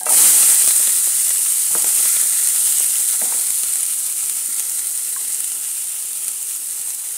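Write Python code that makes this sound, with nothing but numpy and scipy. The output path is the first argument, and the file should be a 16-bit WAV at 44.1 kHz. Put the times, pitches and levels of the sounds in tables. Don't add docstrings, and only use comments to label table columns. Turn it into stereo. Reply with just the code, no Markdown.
import sys
import numpy as np
from scipy import signal
from scipy.fft import rfft, irfft, next_fast_len
from scipy.io import wavfile
from scipy.ndimage import uniform_filter1d, map_coordinates

SR = 44100
rng = np.random.default_rng(int(sys.argv[2]) if len(sys.argv) > 2 else 0)


def voltage_ratio(decibels):
    exponent = np.asarray(decibels, float) / 20
    return 10 ** exponent


def unload_wav(signal):
    wavfile.write(
        sys.argv[1],
        SR,
        np.round(np.clip(np.atleast_2d(signal).T, -1, 1) * 32767).astype(np.int16),
    )


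N = 316195

# pitch_hz, level_db (per Hz)
FIZZ = [(2710, -37), (4600, -20), (5790, -17), (8940, 0), (12100, -11), (15600, -15)]
# pitch_hz, level_db, fade_s (time to fall 60 dB)
PAN = [(175, -1.5, .12), (230, 9.5, 0.17), (349, -1, 0.22), (472, 4.5, 0.13), (612, -6, 0.29),
       (751, 0, 0.1), (850, 4, 0.058), (950, 3.5, 0.067), (1075, -2.5, 0.026), (1268, 9, 0.035),
       (1620, 3, 0.049), (1970, 5.5, 0.043), (2280, 1, 0.066), (2710, 5, 0.059)]


def frying():
    # pitch_hz, level_db (per Hz)
    drone_colour = [(300, -23.5), (450, -11), (800, 1.5), (1200, -2), (1700, -31)]
    # pitch_hz, level_db (per Hz)
    splutter_colour = [(24, -54), (40, -26), (81, -25), (145, -2.5), (197, -4), (295, 0), (500, 3),
                       (650, -24.5)]
    fizz_gain, hiss_gain, drone_gain, low_gain = layer_levels()
    surge_db = 0.16 * wobble(9) + 0.35 * wobble(21.9) + 0.43 * wobble(60)
    crowd = bursts(share=0.012, spread_db=2.5, life_s=0.0027, cap_db=12)
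    lumps = bursts(share=0.003, spread_db=4.0, life_s=0.0042, cap_db=-1)

    fizz = coloured(patchy(crowd + blur(6.1), depth_db=0.69, drift_db=0.4), FIZZ)
    hiss = pan_air(patchy(crowd + blur(6.0), depth_db=0.8, drift_db=1.3))
    rings = [(hz, 0.87 / fade_s, -1.5 + db) for hz, db, fade_s in PAN]
    rumble = 0.67 * crowd + 0.75 * lumps + blur(2.5)
    drone = coloured(patchy(rumble, depth_db=1.5, drift_db=0.0), drone_colour, rings)
    low = coloured(0.5 * crowd + lumps + blur(7.5), splutter_colour, rings)

    fizz = voltage_ratio(0.5) * fizz_gain * unit(voltage_ratio(surge_db) * fizz)
    hiss = hiss_gain * unit(voltage_ratio(1.9 * surge_db) * hiss)
    drone = drone_gain * unit(voltage_ratio(1.6 * surge_db + 0.52 * wobble(5.5)) * drone)
    low = low_gain * unit(voltage_ratio(0.44 * surge_db + 1.3 * wobble(14)) * low)
    return fizz + hiss + drone + low


def bursts(share, spread_db, life_s, cap_db):
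    draw = rng.random((N, 2))
    size_db = np.minimum(-spread_db * np.log(draw[:, 1] + 1e-9), cap_db)
    starts = (draw[:, 0] < share) * voltage_ratio(size_db)
    puff = voltage_ratio(-60 * np.arange(600) / SR / life_s)
    return unit(signal.fftconvolve(starts, puff)[:N] * rng.standard_normal(N))


def blur(level_db):
    return voltage_ratio(level_db) * rng.standard_normal(N)


def layer_levels():
    # start_s, length_s, strength_db
    drags = [
        (0.0, 0.1, -49),
        (0.066, 0.089, -38),
        (1.706, 0.24, -45.5),
        (1.95, 0.13, -46),
        (2.547, .35, -55),
        (3.213, 0.224, -46.5),
        (3.55, .3, -63),
    ]
    t = np.arange(N) / SR
    fizz_db = strength_db(t)
    swing_db = fizz_db - fizz_db.mean()
    hiss_db = fizz_db.mean() - 17 + 1.025 * swing_db

    lands_s, spreads_s, settles_s = 0.11, 0.084, 0.25
    since = np.maximum(t - lands_s, 0)
    wet = (1 - np.exp(-since / spreads_s)) * np.exp(-since / settles_s)

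    drag, ramp_s = 0, 0.014
    for start, length, db in drags:
        to_nearest_end = np.minimum(t - start, start + length - t)
        drag = drag + voltage_ratio(db) * np.clip(to_nearest_end / ramp_s, 0, 1)
    drone = np.hypot(voltage_ratio(-53.5 + 0.54 * swing_db + 26 * wet), drag)
    low = np.hypot(voltage_ratio(-57 + 0.32 * swing_db + 29 * wet), voltage_ratio(-4) * drag)
    return voltage_ratio(fizz_db), voltage_ratio(hiss_db), drone, low


def strength_db(s):
    # time_s, level_db
    strength = [(0, -25.5), (.05, -31), (.059, -20.5), (.085, -19.5), (.1, -13.5), (.19, -8), (.33, -9.5),
                (.7, -13.5), (1.12, -16.5), (1.65, -17), (2.08, -14.5), (2.33, -17.5), (2.6, -15.5),
                (3.2, -18), (3.95, -20.5), (4.6, -22), (5.75, -23.5), (7.17, -25.5)]
    return np.interp(s, *np.transpose(strength))


def spits():
    # start_s, push_peak_db, middle_db
    pops = [(0.428, -27, -15), (0.613, -35, -20), (0.639, -31, -34), (0.675, -26, -34), (0.705, -34, -15.5),
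            (0.799, -30, -34), (0.875, -31, -20), (0.892, -37, -20), (1.071, -28.5, -30), (1.129, -48, -24),
            (1.199, -54, -37), (1.303, -32, -17), (1.356, -45, -23), (1.459, -42, -22), (1.592, -51, -34),
            (2.053, -28.5, -22), (2.163, -30, -17.5), (2.226, -32.5, -30), (2.257, -35, -37),
            (2.548, -36, -24), (2.802, -31, -29), (3.632, -38, -22.5), (4.594, -45, -23)]
    # pitch_hz, width_hz, level_db
    song = [(8700, 4500, 5)]
    rows = bubbles()
    crack = puffs(rows, column=1, life_s=0.0047, crack=2.3, late_s=0.0011)
    bright = voltage_ratio(5) * coloured(crack, FIZZ, song)
    middle = voltage_ratio(12) * pan_air(puffs(rows, column=2, life_s=0.01, crack=3.2, late_s=0.00095))
    thump = puffs(pops, column=1, life_s=0.013, crack=45, late_s=0.00342)
    push = voltage_ratio(18) * coloured(thump, [(60, -44), (200, 7.5), (600, 7.5), (1300, 5), (4000, -40)])
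    slap = voltage_ratio(17) * pan_air(puffs(pops, column=2, life_s=0.04, crack=2.8, late_s=0.00205))
    return bright + middle + push + slap


def bubbles():
    # start_s, peak_db, middle_db
    large = [(0.0323, -4, -34), (0.0578, -8, -35), (0.0932, 9, -22), (0.1236, 8, -29), (0.6205, 7, -24),
             (0.6744, 19, -33), (0.7632, 6, -36), (0.8709, 3, -12), (2.7225, 0, -19), (1.843, -2, -17),
             (2.2124, 8, -33), (2.4718, 4.5, -15), (2.7965, 9, -33), (2.8429, 3, -16), (2.9552, 2, -16),
             (3.5039, 7, -23), (3.6321, 4, -29), (3.8307, 3.5, -29), (3.8531, -3, -26), (4.2961, 4, -20),
             (4.5955, 4, -28), (4.8184, -12, -24), (5.3009, -5, -32), (6.2477, -9, -35), (6.2801, 4.5, -25),
             (6.4273, 0, -50), (6.562, -2.5, -38), (6.7077, -6, -40), (6.8154, -6, -36), (6.9471, 0.5, -43)]
    count, scatter_db = 40, 3
    s = rng.uniform(0.15, 7.1, count)
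    luck_db = scatter_db * rng.standard_normal((2, count))
    peak_db = strength_db(s) + 15 + luck_db[0]
    middle_db = strength_db(s) - 15 + luck_db[1]
    return np.vstack([large, np.transpose([s, peak_db, middle_db])])


def puffs(rows, column, life_s, crack, late_s):
    out, t = np.zeros(N + 2000), np.arange(1500) / SR
    for row, noise in zip(rows, rng.standard_normal((len(rows), 1500))):
        puff = np.where(t > 0, noise, -crack) * voltage_ratio(-60 * t / life_s)
        start = round((row[0] + late_s) * SR)
        out[start:][:len(t)] += voltage_ratio(row[column]) * puff / np.linalg.norm(puff)
    echo = np.roll(out, round(0.0017 * SR))
    return out[:N] + voltage_ratio(-11.5) * echo[:N]


def knocks():
    # start_s, peak_db, centre_hz, spread_octaves, ring_share (of fade_s)
    tipping = [(.012, -25, 774, 0.1, 3.2), (0.011, -32, 1620, .1, 2.8), (.063, -17.5, 623, 0.22, 1.06),
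               (.066, -10, 1100, 0.44, 0.66), (0.066, -22, 2300, .35, 2.7), (.088, -15, 1300, 0.17, 1.7),
               (.104, -12.5, 870, .2, 0.65), (.121, -17, 735, 0.098, 0.7), (5.162, -22.5, 1620, 0.2, 0.5),
               (5.164, -24, 1075, 0.082, 2.4), (5.162, -28, 2200, .3, .2)]
    # start_s, peak_db, centre_hz, spread_octaves
    spoon = [(1.71, -30, 170, 0.22), (1.753, -24, 186, 0.17), (1.709, -26, 850, 0.34),
             (1.75, -8.5, 1190, 0.52), (1.754, -16.5, 425, 0.28), (1.759, -15, 900, .8),
             (1.769, -25, 650, 0.25), (1.843, -15, 754, 0.64), (3.215, -20.5, 643, 0.22),
             (3.224, -18, 750, 0.27), (3.215, -16.5, 1800, 0.39), (3.222, -26, 253, .3),
             (3.236, -25, 503, 0.56), (3.254, -23.5, 746, 0.081), (3.27, -29, 450, 0.74),
             (3.289, -31, 750, 0.18), (3.322, -18, 950, 0.15), (3.322, -19, 1500, 1.1),
             (3.337, -20, 2300, 0.21), (3.345, -27, 550, 0.6), (3.372, -33, 850, 0.33),
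             (4.486, -35, 300, 0.52)]
    out, t = np.zeros(N + SR), np.arange(SR // 4) / SR
    hz, level_db, fade_s = np.transpose(PAN)[:, :, None]
    sides = np.where(np.arange(len(PAN))[:, None] % 3 == 1, -1, 1)
    blows = tipping + [(*row, 0.4) for row in spoon]
    lucks_db = rng.standard_normal((len(blows), len(PAN), 1))
    for (s, db, centre_hz, spread, ring), luck_db in zip(blows, lucks_db):
        octaves_off = np.log2(hz / centre_hz)
        reach = sides * voltage_ratio(level_db + luck_db) * np.exp(-0.5 * (octaves_off / spread) ** 2)
        onset = 1 - np.exp(-t / 0.00027)
        tones = voltage_ratio(-60 * t / (fade_s * ring)) * np.sin(2 * np.pi * hz * t) * onset
        blow = np.sum(reach * tones, axis=0) / np.linalg.norm(reach)
        out[round(s * SR):][:len(t)] += voltage_ratio(db - 5) * blow
    return out[:N]


def pan_air(x):
    # pitch_hz, level_db (per Hz)
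    air = [(530, -30.5), (900, -11.5), (1200, -11.5), (1390, -6), (3240, 0.5), (5500, -5.5), (7150, 1.5),
           (12100, -120)]
    # pitch_hz, width_hz, level_db
    bare = [(1300, 110, 9), (2380, 150, 3), (2880, 420, 5), (3550, 160, 3), (4740, 340, -8)]
    # pitch_hz, width_hz, level_db
    shaded = [(1356, 100, 8.5), (2007, 310, 7.5), (2830, 1200, -5), (3690, 120, -4.5), (4060, 530, 7)]
    # time_s, open_share (0-1)
    floor_open = [(0, 0.34), (1, 0.38), (1.3, 0.55), (1.55, .9), (1.8, 0.53), (2.1, 0.2), (2.7, 0.6),
                  (3.2, 0.37), (3.55, 0.45), (4.3, 0.84), (4.5, 0.2), (5.1, 0.3), (5.4, 0.67), (6.4, 1),
                  (6.7, 0.7), (7.17, 0.5)]
    share = np.clip(np.interp(np.arange(N) / SR, *np.transpose(floor_open)), 0, 1)
    cover_loss = voltage_ratio(-0.5)
    return share * coloured(x, air, bare) + (1 - share) * cover_loss * coloured(x, air, shaded)


def patchy(x, depth_db, drift_db):
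    z = signal.stft(x, nperseg=256)[2]

    def field(tall, long):
        rough = rng.standard_normal(z.shape)
        return unit(uniform_filter1d(uniform_filter1d(rough, size=tall, axis=0), size=long, axis=1))

    gain_db = depth_db * field(6, 12) + drift_db * field(2, 150)
    return signal.istft(z * voltage_ratio(gain_db), nperseg=256)[1][:N]


def coloured(x, points, peaks=()):
    hz = np.fft.rfftfreq(8192, 1 / SR)
    f, db = np.transpose(points)
    gain = voltage_ratio(np.interp(np.log(hz + 1), np.log(f + 1), db))
    for centre_hz, width_hz, peak_db in peaks:
        gain = gain * voltage_ratio(peak_db / (1 + ((hz - centre_hz) / (width_hz / 2)) ** 2))
    cepstrum = irfft(np.log(gain + 1e-5))
    cepstrum[1:4096] *= 2
    cepstrum[4097:] = 0
    response = irfft(np.exp(rfft(cepstrum)))
    return signal.fftconvolve(x, response / np.linalg.norm(response))[:len(x)]


def wobble(rate):
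    knots = rng.standard_normal(int(N * rate / SR) + 4)
    return map_coordinates(knots, [np.arange(N) * rate / SR])


def unit(x):
    return x / np.sqrt(np.mean(x ** 2) + 1e-20)


def scene():
    return np.tile(frying() + spits() + knocks(), (2, 1))


def low_pass(x):
    return signal.sosfilt(signal.butter(12, 16960, fs=SR, output="sos"), x)


def record(dry):
    # pitch_hz, level_db
    mic = [(0, -30), (30, -16), (70, -17), (100, -9), (140, -2), (220, -.5), (15650, 0), (15800, -90)]
    m = next_fast_len(N)
    swing = np.abs(signal.hilbert(dry, m))[:, :N]
    held = dry / (1 + (swing / 0.72) ** 6) ** (1 / 6)
    gain = voltage_ratio(np.interp(np.fft.rfftfreq(m, 1 / SR), *np.transpose(mic)))
    mix = irfft(rfft(held, m) * gain, m)[:, :N]
    return low_pass(mix)


dry = scene()
out = record(dry)
unload_wav(out)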